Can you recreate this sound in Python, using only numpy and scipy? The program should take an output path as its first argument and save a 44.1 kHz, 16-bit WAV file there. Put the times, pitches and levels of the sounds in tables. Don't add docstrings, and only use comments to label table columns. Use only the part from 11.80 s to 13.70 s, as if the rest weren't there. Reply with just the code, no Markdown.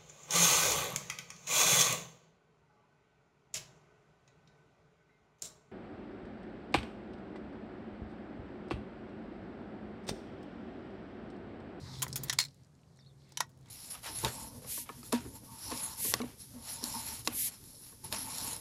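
import sys
import numpy as np
from scipy import signal
from scipy.fft import rfft, irfft
from scipy.io import wavfile
from scipy.ndimage import uniform_filter1d

SR = 44100
rng = np.random.default_rng(int(sys.argv[2]) if len(sys.argv) > 2 else 0)


def inscribe(sig):
    pcm = np.round(np.clip(np.atleast_2d(sig).T, -1, 1) * 32767)
    wavfile.write(sys.argv[1], SR, pcm.astype(np.int16))


def level_to_linear(level):
    exponent = np.asarray(level, float) / 20
    return 10 ** exponent


N = 83790
T = np.arange(N) / SR


def unit(x):
    return x / np.sqrt(np.mean(x ** 2))


def curve(rows):
    return np.interp(T, *np.array(rows, float).T)


def walk(rate_hz):
    k = int(SR / rate_hz)
    smooth = uniform_filter1d(rng.standard_normal(N), k)
    return unit(uniform_filter1d(smooth, k))


def ring(x, hz, width_hz):
    return signal.lfilter(*signal.iirpeak(hz, hz / width_hz, fs=SR), x)


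def shaped(points, flicker_db, rate_hz):
    f = np.fft.rfftfreq(N, 1 / SR) + 1
    p = np.array(points, float)
    colour = level_to_linear(np.interp(np.log(f), np.log(p[:, 0]), p[:, 1]))
    spectrum = rfft(rng.standard_normal(N)) * colour
    octave = np.clip(np.log2(f / 40), 0, 8)
    out = np.zeros(N)
    for k in range(9):
        weight = np.clip(1 - abs(octave - k), 0, 1)
        out += irfft(spectrum * weight, N) * level_to_linear(flicker_db * walk(rate_hz))
    return unit(out)


def echo_tail(t, t60_s):
    return rng.standard_normal(len(t)) * 1000. ** (-t / t60_s)


def add_echo(x, tail, db):
    return x + level_to_linear(db) * signal.fftconvolve(x, tail / np.sqrt(np.sum(tail ** 2)))[:N]


def contact(t, decay_s, rise_s):
    grit_db, crack, crack_s = 1.5, 40., .008
    grit = rng.standard_normal(len(t)) * level_to_linear(grit_db * rng.exponential(size=len(t)))
    push = grit * (1 - np.exp(-t / max(rise_s, 3e-5))) * 1000. 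** (-t / max(decay_s, 1e-3))
    push[0] += crack * max(1 - decay_s / crack_s, 0)
    return push


def body(push, modes):
    jitter, scatter_db, damping = .012, 2., .033
    chance = rng.standard_normal((len(modes), 2))
    out = 0
    for (hz, width_hz, db), (shift, lift) in zip(modes, chance):
        mode = ring(push, hz * (1 + jitter * shift), width_hz + damping * hz)
        out = out + level_to_linear(db + scatter_db * lift) * mode
    return out


def strikes(rows, modes, bare_db, spread, order):
    out, t = np.zeros(N + SR), np.arange(SR // 6) / SR
    low_cut_order, high_cut_order = order
    for at, db, hz, decay_s, rise_s in rows:
        push = contact(t, decay_s, rise_s)
        hit = unit(body(push, modes)) + level_to_linear(bare_db) * unit(push)
        low_cut = signal.butter(low_cut_order, hz / spread, "high", fs=SR, output="sos")
        hit = signal.sosfilt(low_cut, hit)
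        hit = signal.lfilter(*signal.butter(high_cut_order, min(hz * spread / 2, .4 * SR), fs=SR), hit)
        loudest = np.sqrt(uniform_filter1d(hit ** 2, size=100).max())
        i = int(at * SR)
        out[i:i + len(t)] += hit * level_to_linear(db) / loudest
    return out[:N]


# start in seconds, level in dB, colour in Hz,
# contact decay in seconds, contact rise in seconds.
BARREL_HITS = [(.2663, -41.5, 1280, 0.0062, 0.000048), (.2668, -42, 590, 0.01, 0.00041),
               (.4828, -47, 6000, 0.022, .002), (.4971, -24, 5500, 0.005, .0001),
               (1.5725, -32, 5460, 0.005, .0001), (1.6052, -25, 5000, 0.005, .0001),
               (.498, -26, 3800, 0.028, .0005), (.528, -45, 1270, 0.032, .003),
               (1.5735, -32, 5600, 0.032, 0.00034), (1.6058, -28.5, 7200, 0.021, 0.00046),
               (1.6062, -31.5, 2160, 0.024, 0.00019)]
# frequency in Hz, width in Hz, level in dB.
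BARREL_MODES = [(850, 170, -4), (1110, 300, -3), (1840, 220, -1.5), (3182, 150, -19), (4064, 600, 1),
                (5760, 220, 7), (6607, 400, -1), (7500, 600, -14), (10540, 1200, 3.5)]


def barrel_knocks():
    return strikes(BARREL_HITS, BARREL_MODES, bare_db=-1., spread=2.7, order=(1, 2))


# start in seconds, level in dB, colour in Hz,
# contact decay in seconds, contact rise in seconds.
LEVER_HITS = [(.3281, -44, 9000, 0.013, 0.00017), (.5853, -33, 3030, 0.036, 0.00042),
              (.5880, -17, 4517, 0.014, .0002), (.5898, -20, 5500, .007, .0003),
              (.5965, -30, 5000, 0.01, .0005), (.598, -33.5, 6560, 0.03, .0003),
              (.6015, -25, 4460, 0.015, 0.00055), (.606, -33, 4500, .02, 0.00058),
              (.610, -30, 5200, 0.02, .0008), (.6145, -37, 4110, .025, .001),
              (.6205, -41, 6120, 0.021, .0003), (.625, -38.5, 4000, 0.041, .001),
              (.631, -43, 4500, 0.015, .001), (.639, -38, 5000, 0.013, 0.00023),
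              (.6497, -42.5, 5320, 0.019, .0004), (.656, -50, 4450, 0.033, 0.0011),
              (.666, -59.5, 4500, 0.025, 0.0023)]
# frequency in Hz, width in Hz, level in dB.
LEVER_MODES = [(2277, 240, 3), (3470, 33, -34), (4016, 19, 2.5), (4200, 52, 14.5), (4320, 33, 9.5),
               (5000, 500, 4.5), (6100, 110, -1.5), (7050, 150, 3.5), (7200, 250, -5), (9000, 160, -17.5)]


def lever_snaps():
    return strikes(LEVER_HITS, LEVER_MODES, bare_db=-8., spread=5.2, order=(2, 1))


# start
# in seconds, level in dB, colour in Hz, # contact decay in seconds, contact rise in seconds.
GRATES = [(.5885, -47, 13000, 0.065, 0.003), (.195, -55.5, 9000, 0.017, 0.0017),
          (.219, -32.5, 7100, 0.025, 0.0024), (.225, -27, 9000, 0.047, 0.00098),
          (.232, -41, 9000, 0.021, 0.0008), (.230, -41.5, 1410, 0.06, 0.0054),
          (.279, -49, 9000, 0.05, 0.0019), (.3576, -30.5, 9000, 0.054, 0.00018),
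          (.372, -43.5, 9000, 0.036, .008), (.4339, -35.5, 12700, 0.045, 0.00072),
          (.5272, -33.5, 5800, 0.022, .0005), (.5315, -34.5, 6550, 0.019, 0.0017),
          (.7452, -70, 12040, .01, 0.00029), (1.49, -68, 8023, 0.031, 0.0016),
          (1.5204, -63, 7850, 0.023, .001), (1.6916, -67, 7940, 0.065, 0.00056),
          (1.774, -69, 6900, 0.014, 0.00051), (1.788, -73, 8000, 0.018, 0.00044),
          (1.81, -68, 6750, 0.019, .0005), (1.858, -62, 3520, 0.027, 0.00036)]
# frequency in Hz, width in Hz, level in dB.
COUPLER_MODES = [(1000, 370, 6), (3340, 140, 0.5), (4930, 540, -5), (6930, 360, 4.5), (9200, 200, -19.5),
                 (10120, 150, 6), (13000, 200, 4.5), (14500, 220, 9)]


def coupler_grates():
    return strikes(GRATES, COUPLER_MODES, bare_db=1., spread=2.7, order=(1, 2))


# start in seconds, level in dB, frequency in Hz, T60 in seconds.
PINGS = [
    (0.2205, -36, 3170, 0.05),
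    (0.231, -41, 1070, 0.04),
    (.2663, -38, 2025, 0.012),
    (0.3283, -31, 5380, 0.012),
    (.4975, -31, 1960, 0.035),
    (1.5728, -32, 3070, 0.03),
    (1.6056, -22, 950, 0.018),
    (1.607, -29, 1900, 0.035),
    (1.573, -38, 930, 0.035),
]


def pings():
    out = np.zeros(N)
    for at, db, hz, t60_s in PINGS:
        t = np.clip(T - at, 0, None)
        waver = level_to_linear(2.5 * walk(250)) * np.sin(2 * np.pi * hz * t + .8 * walk(150))
        out += level_to_linear(db) * waver * 1000. ** (-t / t60_s) * (1 - np.exp(-t / 0.00013))
    return out


# start in seconds, level in dB, colour in Hz, decay in seconds.
TICKS = [(0.155, -42, 3720, 0.0087), (.195, -52, 6100, .01), (.281, -40, 5600, 0.012),
         (.303, -48, 3900, 0.017), (.3285, -31.5, 7160, 0.018), (0.3326, -36, 5570, 0.021),
         (0.328, -45, 8900, 0.0092), (0.6842, -45, 4440, 0.021), (0.688, -64, 4700, 0.011),
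         (0.685, -68, 8200, .012), (.708, -55.5, 4300, 0.013), (.7448, -54.5, 7000, .006),
         (.776, -70, 5250, .01), (0.807, -65, 6970, .006), (.823, -66.5, 6000, .006),
         (0.8345, -56.5, 5280, 0.012), (.835, -67, 7200, 0.0066), (.847, -56, 5610, 0.0052),
         (.866, -65.5, 5500, 0.0067), (0.87, -63, 7500, 0.0049), (.908, -70, 7860, 0.0042),
         (0.919, -71, 5350, 0.0052), (0.9519, -58.5, 5400, 0.008), (.9915, -66, 2570, .006),
         (1.015, -67, 7100, .03), (1.0335, -61.5, 2830, 0.0093), (1.161, -60.5, 7110, .02),
         (1.172, -59, 7500, 0.018), (1.1902, -52, 1680, 0.004), (1.249, -57.5, 3900, .008),
         (1.419, -59, 3570, 0.0086), (1.445, -63, 4500, 0.0077), (1.5203, -54.5, 850, 0.012),
         (1.521, -49.5, 5800, 0.022), (1.522, -56, 3750, .015), (.524, -48.5, 4000, .02),
         (1.601, -40, 6000, 0.033), (1.6015, -41, 990, 0.033), (1.537, -64, 3700, .01),
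         (1.667, -64, 12040, .015), (1.717, -61.5, 5000, .008), (1.828, -62, 4300, 0.011),
         (1.87, -56.5, 6580, 0.022), (1.886, -53, 7500, 0.033)]


def ticks():
    q = 2.4
    out, t = np.zeros(N + SR), np.arange(SR // 20) / SR
    for at, db, hz, decay_s in TICKS:
        hit = rng.standard_normal(len(t)) * 1000. ** (-t / max(decay_s, 1e-3))
        hit = ring(ring(hit, hz, hz / q), hz, 2 * hz / q)
        out[int(at * SR):][:len(t)] += hit * level_to_linear(db) / np.abs(hit).max()
    return out[:N]


# time in seconds, level in dB.
SLIDE = [(0, -64.5), (.15, -52.5), (.21, -55.5), (.26, -63), (.42, -65), (.49, -57), (.56, -62),
         (.72, -79.5), (.86, -81.5), (.9, -92.5), (1.1, -75.5), (1.35, -87), (1.45, -70.5), (1.55, -67),
         (1.68, -83.5), (1.83, -75.5), (1.9, -65.5)]
# frequency in Hz, level in dB per Hz.
SLIDE_COLOUR = [(410, -32.5), (700, -5), (946, 2), (1460, -8), (2020, 0.5), (2880, -10), (4100, 2.5),
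                (14000, -24), (16000, -35.5)]


def slide():
    squeak = np.zeros(N)
    for hz in [3600, 3950, 4400, 5300]:
        swell = level_to_linear(1.8 * walk(60)) * walk(600)
        wander = 1 + .03 * walk(30) + 0.012 * walk(390)
        squeak += swell * np.sin(2 * np.pi * np.cumsum(hz * wander) / SR)
    level_db = curve(SLIDE)
    squeak_db = -6 + .5 * (level_db + 60)
    hiss = shaped(SLIDE_COLOUR, flicker_db=4.5, rate_hz=13)
    return (hiss + level_to_linear(squeak_db) * unit(squeak)) * level_to_linear(level_db)


# start in seconds, length in seconds, level in dB, start pitch in Hz, end pitch in Hz.
NOTES = [(1.073, 0.034, -79.5, 5120, 4520), (1.159, 0.022, -70, 4307, 4170),
         (1.165, 0.022, -70.5, 3360, 4650), (1.175, 0.031, -67.5, 5730, 5440),
         (1.198, 0.02, -65, 5200, 4010), (1.189, .015, -67, 3900, 3700), (1.221, 0.031, -67.5, 3560, 3730),
         (1.264, 0.061, -71, 3570, 3620), (1.486, 0.036, -74, 2700, 2480), (1.254, 0.015, -62, 3300, 4320),
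         (1.264, 0.026, -61, 4280, 4450), (1.285, 0.019, -69, 4400, 3240)]


def bird():
    out = np.zeros(N)
    for at, length_s, db, hz, end_hz in NOTES:
        u = np.clip((T - at) / length_s, 0, 1)
        pitch = (hz + (end_hz - hz) * u) * (1 + .016 * walk(500))
        out += level_to_linear(db) * np.sin(np.pi * u) * np.sin(2 * np.pi * np.cumsum(pitch) / SR)
    out = out * level_to_linear(-4 + 5 * walk(250))
    tail = echo_tail(np.arange(SR // 5) / SR, t60_s=.1)
    return add_echo(out, tail, db=-5)


def hollow(x):
    t = np.arange(SR // 4) / SR
    tail = echo_tail(t, t60_s=0.098) * (t > .002)
    tail = signal.lfilter(*signal.butter(1, 5000, fs=SR), tail)
    return add_echo(x, tail, db=-14.5)


# time in seconds, firing rate in Hz.
DRONE_HZ = [(0, 132.3), (.5, 136.5), (1.0, 139), (1.5, 141), (1.9, 134.6)]
# multiple of the firing rate, level in dB.
DRONE_LINES = [(1.9, -15.5), (2.8, -18), (3.8, -30.5)]


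def drone():
    phase = 2 * np.pi * np.cumsum(curve(DRONE_HZ) + 2.5 * walk(32)) / SR
    lines = [(0.98, 0.012)] + list(DRONE_LINES)
    out = np.zeros(N)
    for multiple, db in lines:
        out += level_to_linear(db + 2.5 * walk(15)) * np.sin(multiple * phase)
    return level_to_linear(-66.5) * out


# frequency in Hz, level in dB per Hz.
YARD = [(25, -40.5), (70, -11.5), (141, -6.5), (256, -21), (531, -26.5), (2500, -44), (7000, -43),
        (12000, -49.5), (15000, -71.5)]
# time in seconds, gain in dB.
GAIN = [(0, 18), (.496, 20), (.51, 15.5), (.588, 14), (.62, 10.5), (.75, 4.5), (1.2, 5.5), (1.6, 7),
        (1.64, 4.5), (1.9, 9)]


def yard():
    air = level_to_linear(-67.5) * shaped(YARD, flicker_db=1.5, rate_hz=6.8)
    return (air + drone()) * level_to_linear(curve(GAIN))


def scene():
    gun = barrel_knocks() + lever_snaps() + coupler_grates() + pings() + ticks()
    background = yard()
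    return (hollow(gun + bird()) + slide() + background)[None]


def band_limit(x):
    return signal.sosfilt(signal.butter(12, 16820, fs=SR, output="sos"), x)


def record(dry):
    top_cut = signal.ellip(8, .2, 70, 16000, fs=SR, output="sos")
    mix = signal.sosfilt(top_cut, dry)
    return band_limit(mix)


dry = scene()
out = record(dry)
inscribe(out)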